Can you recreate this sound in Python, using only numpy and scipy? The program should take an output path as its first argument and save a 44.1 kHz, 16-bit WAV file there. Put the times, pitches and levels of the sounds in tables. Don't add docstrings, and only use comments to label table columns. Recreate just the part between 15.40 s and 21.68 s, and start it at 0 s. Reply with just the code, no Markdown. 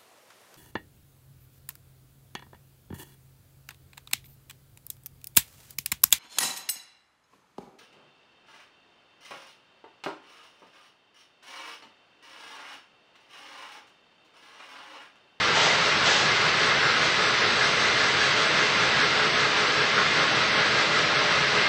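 import sys
import numpy as np
from scipy import signal
from scipy.fft import rfft, irfft, dct, next_fast_len
from scipy.io import wavfile
from scipy.ndimage import uniform_filter1d

SR = 44100
rng = np.random.default_rng(int(sys.argv[2]) if len(sys.argv) > 2 else 0)


def persist_wave(psi):
    counts = np.round(np.clip(psi, -1, 1) * 32767).astype(np.int16)
    wavfile.write(sys.argv[1], SR, np.atleast_2d(counts).T)


def level_to_linear(level):
    exponent = np.asarray(level, float) / 20
    return 10 ** exponent


N = 276948
TURN_HZ, TURN_PEAK_S = 5.09, 1.064


def rms_one(x):
    return x / np.sqrt(np.mean(x ** 2) + 1e-20)


def drift(rate_hz):
    every = 40
    r = np.exp(-2 * np.pi * rate_hz * every / SR)
    sparse = rng.standard_normal(N // every + 2002)
    slow = signal.lfilter([1], [1, -2 * r, r * r], sparse)[2000:]
    return np.interp(np.arange(N) / every, np.arange(len(slow)), rms_one(slow - slow.mean()))


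def coloured(spectrum):
    size = next_fast_len(N)
    hz, level_db = np.transpose(spectrum)
    log_hz = np.log(np.arange(size // 2 + 1) * SR / size + 1)
    shape = level_to_linear(np.interp(log_hz, np.log(hz), level_db, left=-90, right=-90))
    return rms_one(irfft(rfft(rng.standard_normal(size)) * shape, size)[:N])


def resonance(x, hz, width_hz):
    r = np.exp(-np.pi * width_hz / SR)
    zeros = np.array([1, 0, -1]) * (1 - r * r) / 2
    return signal.lfilter(zeros, [1, -2 * r * np.cos(2 * np.pi * hz / SR), r * r], x)


def in_time(rows):
    s, *columns = np.transpose(rows)
    return [np.interp(np.arange(N) / SR, s, column) for column in columns]


def bump(at_s, half_width_s):
    return np.exp(-((np.arange(N) / SR - at_s) / half_width_s) ** 2)


def turn(t):
    return np.cos(2 * np.pi * TURN_HZ * (t - TURN_PEAK_S)) * (1 + 0.23 * drift(3.6))


# time_s, roar_db, hiss_db
WALK = [(0, -25, -35), (1, -24, -35), (2, -25, -33.5), (3, -24.5, -33), (3.6, -24.5, -35),
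        (4.5, -25, -35.5), (5.4, -24.5, -35), (6.28, -24, -36)]


def walk_levels_db():
    return in_time(WALK)


# freq_hz, density_db_per_hz
FAN_SPECTRUM = [(12, -62), (20, -36.5), (135, -4), (270, -8), (368, -4), (424, -6.5), (467, -5), (700, -5),
                (1330, -4), (1860, -1), (2050, -6), (2310, -2), (4840, -9.5), (6000, -25.5), (7800, -54),
                (13200, -120)]


def dryer_fans(load, roar_db):
    return coloured(FAN_SPECTRUM) * level_to_linear(roar_db + 0.29 * load + 0.3 * drift(4.0))


# freq_hz, density_db_per_hz
KNIFE_SPECTRUM = [(2500, -21), (4000, -6), (5200, -11), (6200, -13.5), (7000, -20), (7800, -23),
                  (8050, -21), (8200, -31.5), (8400, -25), (8800, -33.5)]


def air_knives(load, hiss_db):
    return coloured(KNIFE_SPECTRUM) * level_to_linear(hiss_db + 1.1 * load + 0.44 * drift(6.7))


# mean_db, swell_per_turn_db
TRAIN_LEVELS = [
    (-30.5, 1.1),
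    (-32.5, 2.6),
    (-31.5, 0.28),
]
# time_s, drive_side_share, ink_rollers_share
TIGHTNESS = [(0, .3, .5), (1, .7, .6), (2, 0.94, .6), (2.7, .5, 1.5), (4, 1.3, 1.4), (4.4, 0.96, .4),
             (5.2, 0.98, .5), (6.28, 1.1, .4)]
# time_s, extra_db
BINDS = [
    [(1.3, 3.5), (1.5, 3.5), (2.64, 0), (4.58, 4.5), (4.83, 5), (5.18, 1), (5.57, 1.5), (6.15, 1)],
    [(.7, 4), (.86, 4.5), (2.24, 2.5), (2.83, 4), (3.21, 1.5), (5.41, 2.5)],
    [(.3, 2.5), (1.25, 4), (2.53, 3.5), (2.98, 2.1), (3.68, 4), (4.65, 3), (5.15, 2.5), (6.25, 3)],
]
BIND_HALF_S = (.045, 0.036, 0.083)


def train_levels_db(load):
    shares = in_time(TIGHTNESS) + [1]
    levels_db = []
    for (mean_db, swell_db), share, binds, half_s in zip(TRAIN_LEVELS, shares, BINDS, BIND_HALF_S):
        bind_db = sum(extra_db * bump(time_s, half_s) for time_s, extra_db in binds)
        levels_db.append(mean_db + swell_db * share * load + 0.5 * drift(4.0) + bind_db)
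    return levels_db


# freq_hz, width_hz, under_train_db, swell_share
FRAME = [
    [(142.3, 39, -15.5, 0.22), (425.3, 28, -14, 1.6), (514.4, 50, -13, 0.33), (842, 60, -15.5, 0.58),
     (965, 50, -15.5, 0.37), (1084.3, 45, -8.5, 0.81), (1196, 40, -10, 1.1), (1275.5, 45, -6.5, 0.61),
     (1381, 75, -5, 1.1), (1474, 25, -11, 2.5)],
    [(1611.5, 50, -4, 1.2), (1702, 40, -5, 1.6), (5599, 30, -21, 0.65)],
    [(1963, 44, -6, 0.21), (2024, 55, -9.5, 0.34), (2096.5, 50, -3, 0.49), (2720, 180, -11.5, 0.4),
     (3417, 820, -7, 0.46)],
]


def gears(load):
    swell_depth_db = 0.62
    out = 0
    for train_db, modes in zip(train_levels_db(load), FRAME):
        for hz, width_hz, under_db, share in modes:
            struck = resonance(rng.standard_normal(N), hz, width_hz)
            body = rms_one(resonance(struck, hz, 2.8 * width_hz))
            out = out + body * level_to_linear(train_db + under_db + share * swell_depth_db * load)
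    return out


def passing(spots):
    return [far_db + gain_db * bump(at_s, half_s) + 0.8 * drift(0.92)
            for far_db, at_s, gain_db, half_s in spots]


def tone(t, hz, level_db, waver_hz, sag_hz=0):
    sag = sag_hz * np.sin(2 * np.pi * TURN_HZ * (t - TURN_PEAK_S))
    slip = np.cumsum(waver_hz * drift(3.0) - sag) / SR
    phase = 2 * np.pi * (hz * t + slip + rng.random())
    return np.sqrt(2) * level_to_linear(level_db) * np.sin(phase)


HUM_HZ, HUM_BEAT_DB = (424.5, 589, 639.5, 1469), (4, .5, 1, 2)
HUM_WAVER_HZ, HUM_SAG_HZ = (2.5, .5, 1.2, 1.5), (7, 0, 1.5, 1.5)
# far_db_rms, at_s, gain_db, half_width_s
HUM_SPOTS = [(-43.5, 4.8, 2.5, 2.5), (-47.5, 5.95, 7.5, 1.0), (-45.5, 5.4, 2.5, .9), (-47, 1.45, 7, .4)]
# pitch_hz, level_db_rms
FAINT_HUM = [(160.5, -55.5), (213, -53), (316, -52), (483, -50.5)]


def motors(t, load):
    out = 0
    lines = zip(HUM_HZ, passing(HUM_SPOTS), HUM_BEAT_DB, HUM_WAVER_HZ, HUM_SAG_HZ)
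    for hz, level_db, beat_db, waver_hz, sag_hz in lines:
        out = out + tone(t, hz, level_db + beat_db * load, waver_hz, sag_hz)
    for hz, level_db in FAINT_HUM:
        out = out + tone(t, hz, level_db + 3 * drift(1.3), waver_hz=1.6)
    return out


WHINE_HZ = (4000, 6171, 8064)
# far_db_rms, at_s, gain_db, half_width_s
WHINE_SPOTS = [(-56, 5.25, 9.5, .9), (-58, 2.2, 5, 1.3), (-62, 2.4, 7, 1.4)]
# pitch_hz, level_db_rms
SIDE_LINES = [(5965, -59), (6102, -61), (6853, -67), (7934, -67.5), (7971, -67.5), (8027, -68.5),
              (8321, -69)]


def drives(t, load):
    out = 0
    for hz, level_db in zip(WHINE_HZ, passing(WHINE_SPOTS)):
        out = out + tone(t, hz, level_db + 1.2 * load, waver_hz=0.8)
    for hz, level_db in SIDE_LINES:
        out = out + tone(t, hz, level_db + 2.1 * drift(1.5), waver_hz=0.99)
    return out


# start_s, level_db, rise_s, open_s, chuff_db
VENTS = [
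    (.125, -25, .05, .075, -25.5),
    (.648, -23.5, .015, .05, -30),
]
# freq_hz, density_db_per_hz
VENT_SPECTRUM = [(900, -18.5), (1800, -5), (3300, 2.5), (5000, -3), (6500, -9), (8000, -16), (8700, -32)]


def valve(t):
    direct_t60_s, hall_t60_s = 0.74, 1.4
    air = coloured(VENT_SPECTRUM)
    chuff = rms_one(resonance(resonance(rng.standard_normal(N), 620, 600), 800, 700))
    out = 0
    for start_s, level_db, rise_s, open_s, chuff_db in VENTS:
        opening = np.clip((t - start_s) / max(rise_s, 1e-3), 0, 1)
        after_s = np.maximum(t - start_s - rise_s - open_s, 0)
        direct = level_to_linear(-60 * after_s / direct_t60_s)
        hall = 0.88 * level_to_linear(-60 * after_s / hall_t60_s)
        envelope = opening * np.hypot(direct, hall) / 1.36
        out = out + envelope * (level_to_linear(level_db) * air + level_to_linear(chuff_db) * chuff)
    return out


def scene():
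    t = np.arange(N) / SR
    roar_db, hiss_db = walk_levels_db()
    load = turn(t)
    air = dryer_fans(load, roar_db) + air_knives(load, hiss_db)
    press = gears(load) + motors(t, load) + drives(t, load)
    return np.tile(air + press + valve(t), (2, 1))


# freq_hz, step_db
STEP = [(60, -32), (400, -27), (700, -23.5), (950, -21), (1200, -15.5), (2000, -15.5), (3000, -18),
        (4300, -18.5), (5300, -20), (6200, -20.5), (6600, -22.5), (7100, -26.5), (7600, -28.5), (7950, -26),
        (8300, -33), (8700, -34)]


def camera_rounding(x):
    hop, grid, cutoff_hz = 2048, 592, 8800
    lead = 2 * hop - grid
    padded = np.pad(x, (lead, 3 * hop))
    window = np.sin(np.pi * (np.arange(2 * hop) + .5) / (2 * hop))
    starts = np.arange(len(padded) // hop - 1) * hop
    frames = padded[starts[:, None] + np.arange(2 * hop)] * window
    a, b, c, d = np.split(frames, 4, axis=1)
    lines = dct(np.hstack([-c[:, ::-1] - d, a - b[:, ::-1]]), type=4, norm="ortho")

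    hz = (np.arange(hop) + .5) * SR / (2 * hop)
    band = np.floor(np.log(1 + hz / 600) * 15).astype(int)
    table_hz, table_db = np.transpose(STEP)
    step_db = np.interp(np.log(hz), np.log(table_hz), table_db)
    centre_db = np.array([step_db[band == k].mean() for k in range(band[-1] + 1)])

    loud_db = 10 * np.log10(np.mean(lines ** 2, axis=1, keepdims=True) + 1e-9)
    by_frame = .8 * np.clip(loud_db - np.median(loud_db), -3, 6)
    by_frame = by_frame + .7 * rng.standard_normal((len(starts), 1))
    near = uniform_filter1d(lines ** 2, size=48, axis=1)[:, np.searchsorted(band, band) + 24]
    near_db = 10 * np.log10(near + 1e-12)
    follows = (near_db - np.median(near_db, axis=0)) * np.interp(hz, [5000, 6500], [0, .5])
    by_band = follows + 1.1 * rng.standard_normal((len(starts), len(centre_db)))[:, band]
    step = level_to_linear(1.5 * np.round((centre_db[band] + by_frame + by_band) / 1.5))

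    levels = np.floor((np.abs(lines) / step) ** .75 + .4054)
    rounded = np.sign(lines) * levels ** (4 / 3) * step * (hz < cutoff_hz)
    late, early = np.split(dct(rounded, type=4, norm="ortho"), 2, axis=1)
    frames = np.hstack([early, -early[:, ::-1], -late[:, ::-1], -late]) * window
    out = np.pad(frames[:, :hop], ((0, 1), (0, 0))) + np.pad(frames[:, hop:], ((1, 0), (0, 0)))
    return out.ravel()[lead:][:N]


def top_cut(x):
    return signal.sosfilt(signal.butter(12, 8710, fs=SR, output="sos"), x)


def record(dry):
    limited = .8 * np.tanh(dry[0] / .8)
    mix = np.tile(camera_rounding(limited), (2, 1))
    return top_cut(mix)


dry = scene()
out = record(dry)
persist_wave(out)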